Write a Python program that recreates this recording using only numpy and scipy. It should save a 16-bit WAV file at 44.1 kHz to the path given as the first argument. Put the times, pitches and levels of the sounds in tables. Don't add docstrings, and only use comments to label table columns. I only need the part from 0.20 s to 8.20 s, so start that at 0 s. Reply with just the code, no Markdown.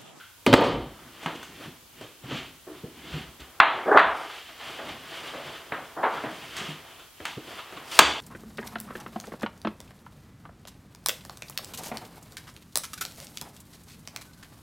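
import sys
import numpy as np
from scipy import signal
from scipy.fft import rfft, irfft, next_fast_len
from scipy.io import wavfile
from scipy.ndimage import map_coordinates

SR = 44100
rng = np.random.default_rng(int(sys.argv[2]) if len(sys.argv) > 2 else 0)


def wav_record(signal):
    frames = np.transpose(np.atleast_2d(signal))
    bounded = np.clip(frames, -1, 1)
    quanta = np.round(bounded * 32767).astype(np.int16)
    wavfile.write(sys.argv[1], SR, quanta)


N = 352932

# (time [s], level [dB],
# lows over mids [dB], highs over mids [dB], ring over burst [dB], pitch the hit favours [Hz])
SHEET_POPS = [(1.026, -43, -0.5, -0.5, -1, 1370), (1.059, -14, -5.5, -5.5, -18, 920),
              (1.228, -33.5, -6, 1, -16, 1500), (1.81, -35, 4.5, -1, -12, 483),
              (3.4, 10, -22.5, -11.5, -14.5, 875), (3.772, 9, -23, -17.5, -7.5, 1350),
              (3.792, -1.5, -34, -6, -16, 1210), (4.097, -28, -34, -11, -16, 1300),
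              (5.52, -18, -8, -13, -11, 2040), (6.037, -25.5, -0.5, -13, -6, 655),
              (6.365, -25.5, -25, 1, -11.5, 1810), (7.001, -35, 3.5, -5, -14, 596),
              (7.052, -19.5, -23, -1.5, -15.5, 1640), (7.523, -37, 5, -1.5, -13, 762),
              (7.79, 27, -8, -1, -24.5, 1080)]
# (the six columns of SHEET_POPS, rise time [ms])
SHEET_CREASES = [(1.148, -42.5, 11.5, 7.5, -18.5, 278, 6.3), (1.395, -43.5, 8.5, 0, -13, 277, 22),
                 (2.104, -30.5, 4, -6, -14, 254, 11.4), (2.467, -41.5, 9, -23, -4.5, 336, 7),
                 (2.634, -54, 16.5, -18, -2.5, 299, 3.6), (3.195, -45.5, 2.5, 8, -13, 348, 8.8),
                 (3.655, -23.5, 6.5, -30, -9.5, 390, 12), (3.672, -14.5, -1, -41, -5, 653, 13),
                 (3.709, -5, -3, -52, -12.5, 415, 12), (3.722, -7, -19, -30, -7, 859, 3.4),
                 (3.741, -15.5, 0.5, -48, 7, 677, 6), (3.757, -5.5, -2, -11, -7, 900, 22),
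                 (4.284, -39.5, -9, -5, -9, 707, 8.9), (4.39, -35, -24, -6, -8, 667, 31),
                 (4.584, -29.5, -4, -18, -6.5, 595, 9.9), (4.68, -37, -3, 5, -16, 550, 12),
                 (5.134, -38, -0.5, -7, 0.5, 563, 5.4), (5.759, -28.5, -2, -39, -1, 698, 23),
                 (5.782, -31.5, -11, -38, -2.5, 800, 3), (5.826, -17, -5, -19, -0.5, 990, 9),
                 (5.961, -30, -15, -4, -7, 1360, 24), (6.788, -48, -0.5, 7.5, -8.5, 1466, 8),
                 (7.171, -51.5, 22, -14, -13.5, 285, 5), (7.264, -43.5, 7.5, 2, -23, 335, 23),
                 (7.385, -35.5, -26, 3, -9, 1180, 4.8), (7.56, -34, -4, 4.5, -15, 1090, 16),
                 (7.71, -38, -28, 9.5, -7, 1308, 10)]
CLAMP_BOUNCES = [(0.2635, -13, 10.5, 0.5, -19.5, 493), (0.274, -19.5, 17, 1.5, -13, 287),
                 (0.328, -6.5, 9.2, -0.5, -21, 1220), (0.337, -1, 11.8, 0, -17.5, 292),
                 (0.349, -42, 3, 9.5, -5, 312), (0.378, -18.5, 11, -6.5, -1.5, 293),
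                 (0.41, -11, 1.4, -6, -4.5, 733), (0.419, -13, 14, -1.5, -18.5, 370),
                 (0.438, -29, 10, 3, 0, 473), (0.497, -27, 11.7, -24, -14, 288)]
# (time [s], level [dB])
SPRING_TICKS = [(0.2633, -19.5), (0.276, -31), (0.3287, -23), (0.3372, -28.5), (0.351, -33), (0.3615, -29),
                (0.3768, -23), (0.4102, -18.5), (0.421, -29.5), (0.4374, -30), (0.4519, -29), (0.4709, -29),
                (0.485, -28)]
# (time [s], level [dB], pitch [Hz], decay [s])
THUDS = [(0.273, -23.5, 110, 0.64), (0.49, -34, 52.6, 0.6), (0.665, -39, 153, 0.17),
         (1.058, -25.5, 160, 0.088), (1.284, -53, 162, 0.088), (1.465, -36.5, 154, 0.14),
         (1.811, -43.5, 110, 0.18), (2.034, -39.5, 127.5, 0.18), (2.117, -30.5, 133, .2),
         (2.638, -30.5, 160, 0.09), (2.916, -33, 65, 0.23), (2.931, -32, 151.6, 0.31),
         (3.072, -48.5, 65, 0.15), (3.198, -46.5, 65, 0.22), (3.851, -33, 62, 0.24),
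         (4.469, -50.5, 131, 0.16), (4.707, -40, 88, 0.027), (6.062, -42, 144, 0.13),
         (6.41, -40, 171, 0.07), (6.477, -36.5, 154, 0.29), (7.003, -47.5, 81.5, 0.13),
         (7.168, -37.5, 134, 0.093), (7.8, -24, 164.5, 0.26), (7.831, -23, 69.4, 0.3)]
# (time at full strength [s], swell [dB/s], hold [s], rubbing level [dB],
# wobble over rubbing [dB], rumble over rubbing [dB], grit over rubbing [dB])
STROKES = [(0.0, 200, 0.01, -51.5, -12, -16, -19.5), (0.46, 158, 0.058, -41.5, 11, 16.5, -13),
           (0.729, 394, 0.15, -58.5, 5.5, 5, -7), (1.01, 90, 0.21, -49.5, -2.5, -5.5, -14),
           (1.449, 59.5, 0.0067, -47, -1.5, 3, -11.5), (1.78, 277, 0.081, -52, -7, -1, -40),
           (2.04, 700, 0.048, -56, 2.5, 11, -12), (2.118, 300, 0.059, -37, -5.5, -4, -20.5),
           (2.55, 150, 0.03, -53.5, -0.5, -5, -13.5), (2.79, 596, 0.074, -59, -18, -19, -20),
           (2.95, 73, 0.045, -41.5, -3.5, -1.5, -17), (3.205, 700, 0.03, -52.5, -0.5, 0.5, -23),
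           (3.47, 400, 0.1, -43, 14.5, -1, -19.5), (3.9, 40, 0.11, -46.5, 13, -4, -2),
           (4.06, 100, 0.13, -42.5, -6, -22, -13), (4.29, 100, 0.018, -46.5, -17, -16, -15),
           (4.44, 151, 0.14, -42, -2.5, -15, -13.5), (4.69, 100, 0.02, -43.5, 1, -3.5, -14),
           (4.99, 40, 0.11, -42.5, -1, -10.5, -11), (5.26, 40, 0.081, -43, -0.5, -11.5, -14),
           (5.58, 30, 0.12, -51.5, 4, -6, -9), (5.94, 129, 0.035, -43.5, 6.5, -4, -14),
           (6.12, 49.5, 0.12, -46.5, -0.5, -9, -10.5), (6.35, 40, 0.02, -47.5, -8, -12, -8.5),
           (6.42, 71.8, 0.088, -40, -3, -8.5, -13.5), (6.66, 100, 0.14, -54, 0.5, -10, -18),
           (7.108, 124, 0.0067, -44, -23, -9, -12.5), (7.29, 141, 0.1, -45.5, -0.5, -12, -10),
           (7.53, 60, 0.12, -51.5, 3, -5, -14.5), (7.75, 207, 0.044, -37.5, -2, -17, -2.5),
           (7.86, 296, 0.026, -26, -5, -20, -6.5)]

# (pitch [Hz], width [Hz], boost [dB])
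SHEET_MODES = [(310, 17, 9.6), (432, 69, 2.1), (663, 5.9, 11), (752, 9, 6.8), (806, 36, 1.5),
               (1010, 43, 1.6), (1130, 35, 1.3), (1236, 33, 3.5), (1510, 15, 0.78), (2100, 16, 4.4),
               (2614, 38, 3.6), (2868, 12, 10.7), (3143, 150, 4.6), (3475, 8.7, 12), (4570, 37, 6),
               (6200, 280, 3.6), (7000, 360, 1.7)]
BENCH_AND_CLAMP_MODES = [(103, 8.6, 3), (177, 9.5, -8), (282, 20, 0), (277, 12, 10), (420, 17.8, -19),
                         (498, 28, 3.5), (565, 27, 9), (926, 150, 12), (1192, 83, 12.5), (2470, 100, 3.5),
                         (3160, 610, 3.5), (4880, 940, 8)]
# (pitch [Hz], level [dB], decay [s])
SLAP_TONES = [(4580, -34.5, 0.22)]
OFFCUT_TONES = [(1170, -24.5, 0.59), (1620, -9, .5), (3130, -34.5, 0.46), (3420, -20, 1),
                (4320, -29.5, 0.24), (4590, -6, 0.36)]
JAW_TONES = [(3080, -17.5, 0.49), (3300, -24.5, 0.21), (4380, -26.5, .5)]
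SPRING_TONES = [(10800, 3.5, 0.007), (12400, -3, .004), (13300, 1, .004), (14200, 4, .004),
                (15100, 3, 0.0043), (8700, -3, 0.0051)]
# (frequency [Hz], decay [s])
RING_DECAY = [(60, 0.6), (260, 0.38), (700, 0.45), (1840, 0.34), (3300, 0.5), (4850, 0.4), (8000, 0.33),
              (12800, 0.13)]
# (boom [Hz], lows [Hz], start of mids [Hz], end of mids [Hz], highs [Hz])
BAND_HZ = [130, 450, 900, 1650, 3000]
# (boom [Hz], lows [Hz], mids [Hz], highs [Hz], crack [Hz])
BAND_WIDTH_HZ = [220, 500, 1200, 2500, 10000]

# (frequency [Hz], level [dB])
BENCH_RUMBLE = [(18, -57.5), (30, -88.5), (59, -2.5), (97, -10), (140, 0.5), (197, -5), (259, 0.5),
                (405, -5.5), (450, -21), (500, -7.5), (650, -44.5), (1100, -120)]
SHEET_WOBBLE = [(120, -28), (200, -34.5), (354, 0), (401, -0.5), (510, 0), (1180, 1.5), (2400, -6),
                (3120, -55), (5280, -120)]
RUBBING = [(710, -40), (1200, -7), (1760, -2), (2280, -1.5), (3160, 0), (3980, -5.5), (6000, -18.5),
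           (7800, -19), (13200, -120)]
FINE_GRIT = [(3000, -89), (4500, -1.5), (7000, -11), (9000, -9), (16000, -19)]
OPENING_RING = [(900, -31), (1400, 8), (1540, 8.5), (1750, -20.5), (2600, -26.5), (3200, -4.5), (4000, -54)]
ROOM_HISS = [(30, -5), (100, -0.5), (220, -21), (330, -29), (1000, -9.5), (2000, -19), (3250, -10),
             (3700, -15), (8000, -20.5), (13000, -19.5), (16000, -20.5)]
AMPLIFIER_HISS = [(30, -6), (124, 2), (600, 0), (16000, -5)]

SLAP_ROW = 5
CRACK_DB, CRACK_SLOPE = -10.5, 3.28
THUD_RISE = 0.04
STROKE_FADE_DB_PER_S = 118
TREBLE_LIMIT_HZ = 15900


def sheet_buckles():
    pops = hits(SHEET_POPS, SHEET_MODES, burst_t60=0.016, boom_db=-9.5, favoured_db=7,
                min_rise_ms=2.1, crack_db=5)
    creases = hits(SHEET_CREASES, SHEET_MODES, burst_t60=0.042, boom_db=-9.5, favoured_db=14.5,
                   min_rise_ms=1.1, crack_db=-17.5, boom_cut=0.9)
    return pops + creases


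def slap_ring():
    return chime([SHEET_POPS[SLAP_ROW]], SLAP_TONES)


def offcut_ring():
    snap_time = SHEET_POPS[-1][0]
    return chime([(snap_time, 0)], OFFCUT_TONES)


def clamp_drop():
    knocks = hits(CLAMP_BOUNCES, BENCH_AND_CLAMP_MODES, burst_t60=0.032, boom_db=-14, favoured_db=14,
                  min_rise_ms=0.9, crack_db=-5)
    return knocks + spring_rattle() + chime(CLAMP_BOUNCES, JAW_TONES)


def spring_rattle():
    out, t = np.zeros(N), np.arange(SR // 40) / SR
    for start, db in SPRING_TICKS:
        ring = sum(amp(level + rng.normal(0, 2.3) - 60 * t / t60) * np.sin(2 * np.pi * hz * t)
                   for hz, level, t60 in SPRING_TONES)
        add(out, start, amp(db - 8) * ring * (1 - np.exp(-t / 0.00037)))
    return out


def hits(events, modes, burst_t60, boom_db, favoured_db, min_rise_ms, crack_db, boom_cut=0):
    out, ring_size, burst_size = np.zeros(N), SR // 2, SR // 8
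    t = np.arange(ring_size) / SR
    spread = 1 - np.exp(-t / 0.0039)
    for start, db, low_db, high_db, ring_db, favoured_hz, *swell_ms in events:
        boom = low_db + boom_db - boom_cut * max(db + 31.5, 0)
        crack = max(CRACK_DB + CRACK_SLOPE * high_db + crack_db, -45)
        bands = np.array([boom, low_db, 0, high_db, crack])
        colour = hit_colour(bands)
        total_db = db + 10 * np.log10(np.sum(amp(2 * bands)))
        rise_ms = max([min_rise_ms, *swell_ms])
        onset = 1 - np.exp(-(t * 1000 / rise_ms) ** 2)

        ring_modes = [*modes, (favoured_hz, 0.2 * favoured_hz, favoured_db - 5)]
        ring = ring_down(noise(colour, ring_modes, ring_size))
        add(out, start, amp(total_db + ring_db) * ring * spread * onset)

        burst_modes = [*modes, (favoured_hz, 0.088 * favoured_hz, favoured_db)]
        brighter = [(hz, level + 1 if hz > 4500 else level) for hz, level in colour]
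        shape = onset * amp(-60 * t / (burst_t60 + 0.0017 * rise_ms))
        burst = noise(brighter, burst_modes, burst_size) * shape[:burst_size]
        add(out, start, amp(total_db - 1.5) * burst / np.max(np.abs(burst)))
    return out


def hit_colour(bands_db):
    boom, low, mid, high, crack = bands_db - 10 * np.log10(BAND_WIDTH_HZ)
    return [(30, -120), (60, boom - 30), *zip(BAND_HZ, [boom, low, mid, mid, high]), (4100, high - 5),
            (5000, crack + 4), (8000, crack + 3), (10000, crack - 4), (16000, crack - 6)]


def ring_down(sound):
    hz, times, spectrum = signal.stft(sound, SR, nperseg=256)
    fade = amp(-60 * times / value_at(RING_DECAY, hz)[:, None])
    return signal.istft(spectrum * fade, SR, nperseg=256)[1][:len(sound)]


def chime(events, tones):
    out, t = np.zeros(N), np.arange(SR // 2) / SR
    for start, hit_db, *_ in events:
        for hz, db, t60 in tones:
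            drift = np.cumsum(rng.normal(0, 0.064, len(t)))
            shape = amp(hit_db + db - 60 * t / t60) * (1 - np.exp(-t / 0.0033))
            add(out, start, shape * np.sin(2 * np.pi * hz * t + drift))
    return out


def sliding():
    rub_gain, wobble_gain, rumble_gain, grit_gain = stroke_gains()
    catch = wander(25)
    rumble = rumble_gain * normalise(amp(2.5 * wander(14)) * noise(BENCH_RUMBLE))
    wobble = wobble_gain * normalise(amp(0.5 * catch + 1.2 * wander(40)) * noise(SHEET_WOBBLE, SHEET_MODES))
    rub = rub_gain * normalise(amp(catch + 0.37 * wander(66)) * noise(RUBBING, SHEET_MODES))
    grit = grit_gain * normalise(amp(0.73 * catch + 0.89 * wander(140)) * noise(FINE_GRIT))
    return rumble + wobble + rub + grit


def stroke_gains():
    t = np.arange(0, N / SR + 0.01, 0.002)
    full_at, swell, hold, rub_db, *layers_db = np.transpose(STROKES)[:, :, None]
    swell_db = swell * np.minimum(t - full_at, 0)
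    fade_db = STROKE_FADE_DB_PER_S * np.maximum(t - full_at - hold, 0)
    shape_db = rub_db + swell_db - fade_db
    powers = [np.sum(amp(2 * (shape_db + db)), axis=0) for db in (0, *layers_db)]
    return [np.interp(np.arange(N) / SR, t, np.sqrt(power)) for power in powers]


def thuds():
    out, t = np.zeros(N), np.arange(SR * 3 // 4) / SR
    for start, db, hz, t60 in THUDS:
        shape = amp(-60 * t / t60) * (1 - np.exp(-(t / (THUD_RISE * t60)) ** 2))
        blur = noise([(hz / 2, -30), (hz, 0), (2 * hz, -6), (4 * hz, -18), (8 * hz, -50)], size=len(t))
        tone = np.sin(2 * np.pi * hz * t) + 0.48 * blur
        add(out, start, amp(db) * shape / shape.max() * tone)
    return out


def room():
    t = np.arange(N) / SR
    return amp(-57.5) * noise(ROOM_HISS) + amp(-49 - 60 * t / 0.53) * noise(OPENING_RING)


def noise(colour, modes=(), size=N):
    padded = next_fast_len(size)
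    hz = np.fft.rfftfreq(padded, 1 / SR)
    peaks = 1 + sum((amp(db) - 1) / (1 + (2 * (hz - pitch) / width) ** 2) for pitch, width, db in modes)
    spectrum = rfft(rng.standard_normal(padded)) * amp(value_at(colour, hz)) * peaks
    return normalise(irfft(spectrum, padded)[:size])


def wander(rate):
    return map_coordinates(rng.standard_normal(int(N * rate / SR) + 4), [np.arange(N) * rate / SR])


def value_at(points, hz):
    frequencies, values = np.transpose(points)
    return np.interp(np.log(hz + 1), np.log(frequencies + 1), values)


def amp(db):
    return 10 ** (np.asarray(db) / 20)


def normalise(sound):
    return sound / np.sqrt(np.mean(sound ** 2) + 1e-20)


def add(track, start, sound):
    part = track[round(start * SR):][:len(sound)]
    part += sound[:len(part)]


def scene():
    sound = clamp_drop() + sheet_buckles() + room() + slap_ring() + offcut_ring() + thuds() + sliding()
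    return np.array([sound, sound])


def record(dry):
    dry = signal.sosfilt(signal.butter(4, 42, "highpass", fs=SR, output="sos"), dry)
    wet = dry + amp(-54.5) * np.array([noise(AMPLIFIER_HISS), noise(AMPLIFIER_HISS)])
    memory = np.exp(-1 / (0.07 * SR))
    power = signal.lfilter([1 - memory], [1, -memory], dry[0] ** 2)
    wet = wet / (1 + power / amp(-21.5) ** 2) ** 0.34
    wet = wet / (1 + np.abs(wet / 0.99) ** 20) ** (1 / 20)
    padded = next_fast_len(N + 4096)
    passes = np.fft.rfftfreq(padded, 1 / SR) < TREBLE_LIMIT_HZ
    return irfft(rfft(wet, padded) * passes, padded)[:, :N]


dry = scene()
out = record(dry)
wav_record(out)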